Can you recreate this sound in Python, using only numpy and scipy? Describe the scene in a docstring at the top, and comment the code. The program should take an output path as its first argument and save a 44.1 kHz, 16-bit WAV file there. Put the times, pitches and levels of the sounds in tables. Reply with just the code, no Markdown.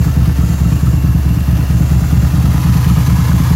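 """A loping thump, gulps of air and a metallic whirr: a V-twin motorcycle idles in a driveway.
It is heard from above the saddle, then from close over the tank. Exhaust puffs and intake gulps ring
air modes; the front cylinder fires every cycle, the rear hard only on every second, bar one slip.
Valve ticks ride on coloured noise for gears and chains; knocks and pings ring metal; bands of hiss
swell and fade. One crank-speed curve times the strokes, ticks and knocks."""
import sys
import numpy as np
from scipy import signal
from scipy.fft import rfft, irfft
from scipy.io import wavfile
from scipy.ndimage import uniform_filter1d, map_coordinates

SR = 44100
rng = np.random.default_rng(int(sys.argv[2]) if len(sys.argv) > 2 else 0)


def output_pcm(signal):
    """Save a mono or channel-first signal as 16-bit PCM at the path in sys.argv[1].

    Samples are clipped to [-1, 1] before scaling.
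    """
    pcm = np.clip(np.atleast_2d(signal).T, -1, 1) * 32767
    wavfile.write(sys.argv[1], SR, np.round(pcm).astype(np.int16))


N = 156555
TIME = np.arange(N) / SR
RUN_IN = SR // 2   # samples before time zero, so that resonances already ring


def from_db(db):
    """Decibels to amplitude gain."""
    return 10 ** (np.asarray(db) / 20)


def rms_one(x):
    """Scale to rms 1."""
    return x / np.sqrt(np.mean(x ** 2) + 1e-20)


def level_curve(table):
    """Gain over time from a table of t/s, level/dB."""
    return from_db(np.interp(TIME, *np.transpose(table)))


def drift(rate_hz):
    """Slow random signal of rms 1: noise through a two-pole low-pass at 1/40 of the sample rate."""
    step = 40
    pole = np.exp(-2 * np.pi * rate_hz * step / SR)
    white = rng.standard_normal(N // step + 2002)
    slow = signal.lfilter([1], [1, -2 * pole, pole ** 2], white)[2000:]
    return np.interp(np.arange(N) / step, np.arange(len(slow)), rms_one(slow))


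def noise(spectrum):
    """Noise of rms 1 shaped by f/Hz, density/dB; falls 12 dB per octave more below the first point."""
    hz, db = np.transpose(spectrum)
    f = np.maximum(np.fft.rfftfreq(N, 1 / SR), 1)
    gain = from_db(np.interp(np.log(f), np.log(hz), db))
    gain = gain * np.minimum(f / hz[0], 1) ** 2
    return rms_one(irfft(rfft(rng.standard_normal(N)) * gain, N))


def clicks(times_s, db, scatter_db=0):
    """Impulse train with random level scatter, starting a run-in before time zero."""
    train = np.zeros(RUN_IN + N)
    at = np.round(times_s * SR).astype(int) + RUN_IN
    gain = from_db(db + scatter_db * rng.standard_normal(len(at)))
    inside = (at >= 0) & (at < len(train))
    train[at[inside]] = gain[inside]
    return train + 1e-18   # offset avoids denormals


def bursts(train, decay_s):
    """Each impulse becomes an exponential decay; run-in removed."""
    return signal.lfilter([1], [1, -np.exp(-1 / (decay_s * SR))], train)[RUN_IN:]


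def ring(train, hz, t60_s):
    """Damped mode: a unit impulse starts a decaying sine of height 1; run-in removed."""
    pole = np.exp(-np.log(1000) / (t60_s * SR))
    w = 2 * np.pi * hz / SR
    return signal.lfilter([0, np.sin(w)], [1, -2 * pole * np.cos(w), pole ** 2], train)[RUN_IN:]


def resonance(x, hz, width_hz):
    """Two-pole band-pass with peak gain near 1."""
    pole = np.exp(-np.pi * width_hz / SR)
    b = np.array([1, 0, -1]) * (1 - pole ** 2) / 2
    return signal.lfilter(b, [1, -2 * pole * np.cos(2 * np.pi * hz / SR), pole ** 2], x)


LEAN_START_S, LEAN_END_S = 2.24, 2.648


def nearness(t):
    """Microphone position: 0 over the saddle, 1 over the tank."""
    return np.interp(t, [LEAN_START_S, LEAN_END_S], [0, 1])


# crank speed: t/s, speed/rpm
CRANK_SPEED = [(0.0, 1109), (0.21, 1127), (0.42, 1073), (0.63, 1072), (0.84, 1130), (1.04, 1128),
               (1.25, 1086), (1.46, 1074), (1.67, 1114), (1.88, 1122), (2.09, 1134), (2.3, 1146),
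               (2.51, 1157), (2.71, 1115), (2.92, 1113), (3.13, 1114), (3.34, 1117), (3.55, 1137)]
FIRST_FIRING_S = .0571
LOPE_SLIP_S = 2.39   # the rear cylinder fires hard twice running here
HURRY_S = 0.00066    # a hard rear stroke brings the next cycle forward


def cycles(degrees=0):
    """Times at which the crank passes an angle in each 720-degree cycle; flags hard rear strokes."""
    t = np.arange(-RUN_IN, N + RUN_IN) / SR
    rpm = np.interp(t, *np.transpose(CRANK_SPEED))
    cycle_count = np.cumsum(rpm) / (120 * SR)   # two turns per cycle
    k = np.arange(-3, 34)
    firing_count = k + np.interp(FIRST_FIRING_S, t, cycle_count)
    after_slip = np.interp(firing_count, cycle_count, t) > LOPE_SLIP_S
    hard = (k % 2 == 1) ^ after_slip
    times = np.interp(firing_count + degrees / 720, cycle_count, t)
    return times - HURRY_S * np.roll(hard, 1), hard


PUFF_WIDTH_S = 0.00072   # length of each of three smoothings


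def rounded(train):
    """A valve opens gradually: each impulse becomes a small bell-shaped puff."""
    for _ in range(3):
        train = uniform_filter1d(train, max(int(PUFF_WIDTH_S * SR), 1))
    return train


PUFF_SCATTER_DB = .5


def puffs(degrees, db=0, which=slice(None)):
    """Pressure puffs at a crank angle, in the chosen cycles."""
    return rounded(clicks(cycles(degrees)[0][which], db, PUFF_SCATTER_DB))


def pipe(train, modes):
    """Puffs ring the air modes of a pipe; neighbouring modes swing in opposite directions."""
    near = nearness(TIME)
    out = 0
    for k, (hz, t60_s, saddle_db, tank_db) in enumerate(modes):
        gain = from_db(saddle_db) * (1 - near) + from_db(tank_db) * near
        out = out + (-1) ** k * ring(train, hz, t60_s) * gain
    return out


# exhaust air modes, front and rear: f/Hz, t60/s, saddle level/dB, tank level/dB
FRONT_PIPE_MODES = [(67.02, 0.3, -3, -3.5), (77.3, 0.079, 0, -1.8), (129.13, 0.31, -7, -5),
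                    (168.5, 0.27, -7, -6), (246, 0.03, -10.5, -7), (287.9, 0.16, -18.5, -22.5)]
REAR_PIPE_MODES = [(71.17, 0.58, -9, -25), (113.9, 0.25, -6.3, -15), (174.1, 0.16, -6.5, -3),
                   (247.1, 0.017, -21, -12)]
# low hum after a weak rear stroke: f/Hz, t60/s, saddle level/dB, tank level/dB
BOOM_MODES = [(65.5, 0.6, -9, -15.5)]
# gas turbulence colour: f/Hz, relative density/dB
GAS_COLOUR = [(25, -26), (45, -9), (100, 4.5), (170, -4), (310, -1.5), (350, -13), (400, -21), (500, -40),
              (700, -16), (2000, -65)]
HARD_DEG, WEAK_DEG, BOOM_DEG = 327.5, 283, 349   # crank angle after the front puff
REAR_WEAK_DB, GAS_DB, GAS_DECAY_S = -8, -26.5, 0.081


def exhaust(hard):
    """Front and rear puffs ring the pipes; turbulent gas rushes behind each, a hum follows weak strokes."""
    front = puffs(0)
    rear = puffs(HARD_DEG, 0, hard) + puffs(WEAK_DEG, REAR_WEAK_DB, ~hard)
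    thump = pipe(front, FRONT_PIPE_MODES) + pipe(rear, REAR_PIPE_MODES)
    boom = pipe(puffs(BOOM_DEG, 0, ~hard), BOOM_MODES)
    gas = from_db(GAS_DB) * bursts(front + rear, GAS_DECAY_S) * noise(GAS_COLOUR)
    return thump + boom + gas


# intake air modes, per gulp: f/Hz, t60/s, saddle level/dB, tank level/dB
FIRST_INTAKE_MODES = [(52.7, 0.54, -24, -19), (110, 0.14, -33, -6.5), (158.2, 0.39, -18.5, -16.5)]
SECOND_INTAKE_MODES = [(74, 0.3, -24.5, -8), (123, 0.4, -17.5, -10), (172.3, 3.9, -31, -49)]
FIRST_GULP_DEG, SECOND_GULP_DEG = 263, 500   # crank angle after the front puff


def intake():
    """Two gulps per cycle ring the intake air."""
    first = pipe(puffs(FIRST_GULP_DEG), FIRST_INTAKE_MODES)
    second = pipe(puffs(SECOND_GULP_DEG), SECOND_INTAKE_MODES)
    return first + second


# valve ticks: t/s after front firing, mean level/dB over the whirr
VALVE_TICKS = [(.005, -19), (0.042, 2), (.094, 0.5)]
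TICK_DECAY_S, TICK_SCATTER_DB = 0.0014, 4


def valve_ticks(starts):
    """Decaying envelopes of the valve ticks, relative to the whirr."""
    train = sum(clicks(starts + s, db, TICK_SCATTER_DB) for s, db in VALVE_TICKS)
    return bursts(train, TICK_DECAY_S)


# whirr level before trim, flutter and swing: t/s, level/dB
WHIRR_LEVEL_CURVE = [(0.0, -41), (0.01, -33), (0.93, -34), (0.98, -35.5), (2.65, -31), (2.75, -29.5),
                     (3.54, -29.5), (3.55, -39)]
# whirr colour at saddle and tank: f/Hz, relative density/dB
SADDLE_COLOUR = [(420, 3), (500, 6.5), (570, 2), (650, 1.5), (1300, 0.5), (1800, -2.5), (2400, -6),
                 (2750, -10.5), (3200, -8.5), (5600, -9), (6800, -16), (8300, -16.5), (11000, -11.5),
                 (12600, -12), (14000, -15.5), (15500, -14)]
TANK_COLOUR = [(420, -8.5), (490, -0.5), (580, -10.5), (800, -2.5), (1000, 0.5), (1500, -8), (1800, -7),
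               (2400, -10), (3400, -12.5), (5600, -13.5), (6800, -19.5), (8300, -22.5), (11000, -15),
               (12600, -17.5), (14000, -18), (15500, -23.5)]
WHIRR_TRIM_DB, WHIRR_FLUTTER_DB, FLUTTER_HZ = 1.06, 1.17, 51
WHIRR_SWING_DB = 0.62   # swell peaking at each front firing


def whirr(starts):
    """Gears and chains: coloured noise, crossfaded with position, with valve ticks added in power."""
    near = nearness(TIME)
    hum = np.sqrt(1 - near) * noise(SADDLE_COLOUR) + np.sqrt(near) * noise(TANK_COLOUR)
    cycle_phase = np.interp(TIME, starts, np.arange(len(starts)))
    swing_db = WHIRR_SWING_DB * np.cos(2 * np.pi * cycle_phase)
    gain = from_db(WHIRR_TRIM_DB + WHIRR_FLUTTER_DB * drift(FLUTTER_HZ) + swing_db)
    return hum * np.sqrt(1 + valve_ticks(starts) ** 2) * gain * level_curve(WHIRR_LEVEL_CURVE)


# crankcase resonances: f/Hz, width/Hz, gain/dB over the whirr
CASE_MODES = [(465, 17, -32), (934, 94, -3), (1260, 28, -35), (1680, 39, -8), (2175, 31, -4),
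              (6100, 110, 0), (8870, 140, -5), (12450, 200, -5), (15115, 150, -16)]


def crankcase(x):
    """Case walls reinforce the machinery at their own frequencies."""
    return x + sum(from_db(db) * resonance(x, hz, width_hz) for hz, width_hz, db in CASE_MODES)


# cylinder knocks: t/s after front firing, mean saddle level/dB, mean tank level/dB
CYLINDER_KNOCKS = [(.003, -39.5, -33), (0.0242, -34.5, -29.5)]
# knock colour: f/Hz, relative density/dB
KNOCK_SPECTRUM = [(400, -4.5), (800, -4), (1300, 2), (1800, -8.5), (2600, -12), (6000, -58)]
# cylinder fins: f/Hz, t60/s, level/dB over the knock
FIN_MODES = [(827, 0.046, -2.5), (973, 0.13, -11), (1292, 0.087, -12), (1465, 0.041, -5.5),
             (1746, 0.18, -13)]
KNOCK_DECAY_S, KNOCK_SCATTER_DB = 0.0054, 4


def knocks(starts):
    """Knocks in every cycle: a dull noise burst plus the ringing cylinder fins."""
    near = nearness(starts)
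    train = 0
    for s, saddle_db, tank_db in CYLINDER_KNOCKS:
        db = saddle_db + (tank_db - saddle_db) * near
        train = train + clicks(starts + s, db, KNOCK_SCATTER_DB)
    fins = sum(from_db(db) * ring(train, hz, t60_s) for hz, t60_s, db in FIN_MODES)
    return bursts(train, KNOCK_DECAY_S) * noise(KNOCK_SPECTRUM) + fins


# louder ringing combustion knocks: t/s, level/dB
RINGING_KNOCKS = [(.079, -28), (.208, -29), (.426, -25), (.650, -25.5), (0.869, -22.5), (1.086, -32),
                  (1.525, -28), (2.455, -25.5), (2.69, -29), (2.90, -22), (3.098, -24), (3.198, -23)]
PING_HZ, PING_T60_S = 1300, .05


def pings():
    """Sharp combustion knocks now and then ring as one damped mode."""
    return ring(clicks(*np.transpose(RINGING_KNOCKS)), PING_HZ, PING_T60_S)


# loose-part clicks: t/s, level/dB
LOOSE_CLICKS = [(0.419, -26), (1.407, -21), (3.365, -17)]
CLICK_DECAY_S = 0.00062


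def loose_parts():
    """Single clicks: very short bursts of white noise."""
    return bursts(clicks(*np.transpose(LOOSE_CLICKS)), CLICK_DECAY_S) * rng.standard_normal(N)


# hiss near 7 kHz: t/s, level/dB
HISS_LEVEL_CURVE = [(0, -38), (.28, -50), (.5, -38.5), (.9, -42.5), (1.1, -48), (1.6, -47.5), (1.8, -40.5),
                    (2.2, -41.5), (2.35, -43.5), (3.55, -39.5)]
# hiss colour: f/Hz, relative density/dB
HISS_COLOUR = [(5800, -27), (6300, 0), (7400, 1.5), (8000, -14)]


def hiss():
    """A band of noise near 7 kHz that swells and fades."""
    return level_curve(HISS_LEVEL_CURVE) * noise(HISS_COLOUR)


# echoes off tank, screen and rider: mean delay/s, level/dB
ECHO_PATHS = [(.0007, -22.5), (.0016, -13.5), (.0045, -12.5)]
SWAY, SWAY_HZ = 0.0632, 0.484   # rms change of delay as a fraction, and its rate


def reflections(x):
    """Direct sound plus short echoes whose delays drift as the microphone sways."""
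    out = x
    for delay_s, db in ECHO_PATHS:
        read_s = TIME - delay_s * (1 + SWAY * drift(SWAY_HZ))
        out = out + from_db(db) * map_coordinates(x, [read_s * SR], order=3)
    return out


# airy hiss levels: t/s, level/dB of the first band, level/dB of the second band
AIRY_LEVEL_CURVES = [(0, -46, -47), (.6, -45, -52), (1, -45, -45), (1.45, -43.5, -44), (1.75, -43, -48),
                     (2, -47, -47), (2.4, -46, -48), (3.55, -57, -47)]
# airy hiss bands: f/Hz, width/Hz of each of two filter passes
AIRY_BANDS = [(2740, 220), (12720, 730)]


def airy_hiss():
    """Two narrow bands of noise, near 2.7 and 12.7 kHz, that swell and fade."""
    t, *levels = np.transpose(AIRY_LEVEL_CURVES)
    out = 0
    for (hz, width_hz), db in zip(AIRY_BANDS, levels):
        band = resonance(rng.standard_normal(N), hz, width_hz)
        band = rms_one(resonance(band, hz, width_hz))
        out = out + from_db(np.interp(TIME, t, db)) * band
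    return out


def scene():
    """The whole engine: exhaust and intake direct, machinery with echoes, airy hiss behind."""
    starts, hard = cycles()
    machinery = crankcase(whirr(starts)) + hiss()
    metal = knocks(starts) + pings() + loose_parts()
    return (exhaust(hard) + intake() + reflections(machinery + metal) + airy_hiss())[None]


LOW_CUT_HZ, CUTOFF_HZ, CEILING = 40, 15750, .95


def record(dry):
    """The microphone sheds the deepest bass, rounds the peaks and cuts the top."""
    x = signal.sosfilt(signal.butter(3, LOW_CUT_HZ, "high", fs=SR, output="sos"), dry)
    x = x / (1 + (x / CEILING) ** 4) ** (1 / 4)
    return signal.sosfilt(signal.ellip(12, .1, 90, CUTOFF_HZ, fs=SR, output="sos"), x)


dry = scene()
out = record(dry)
output_pcm(out)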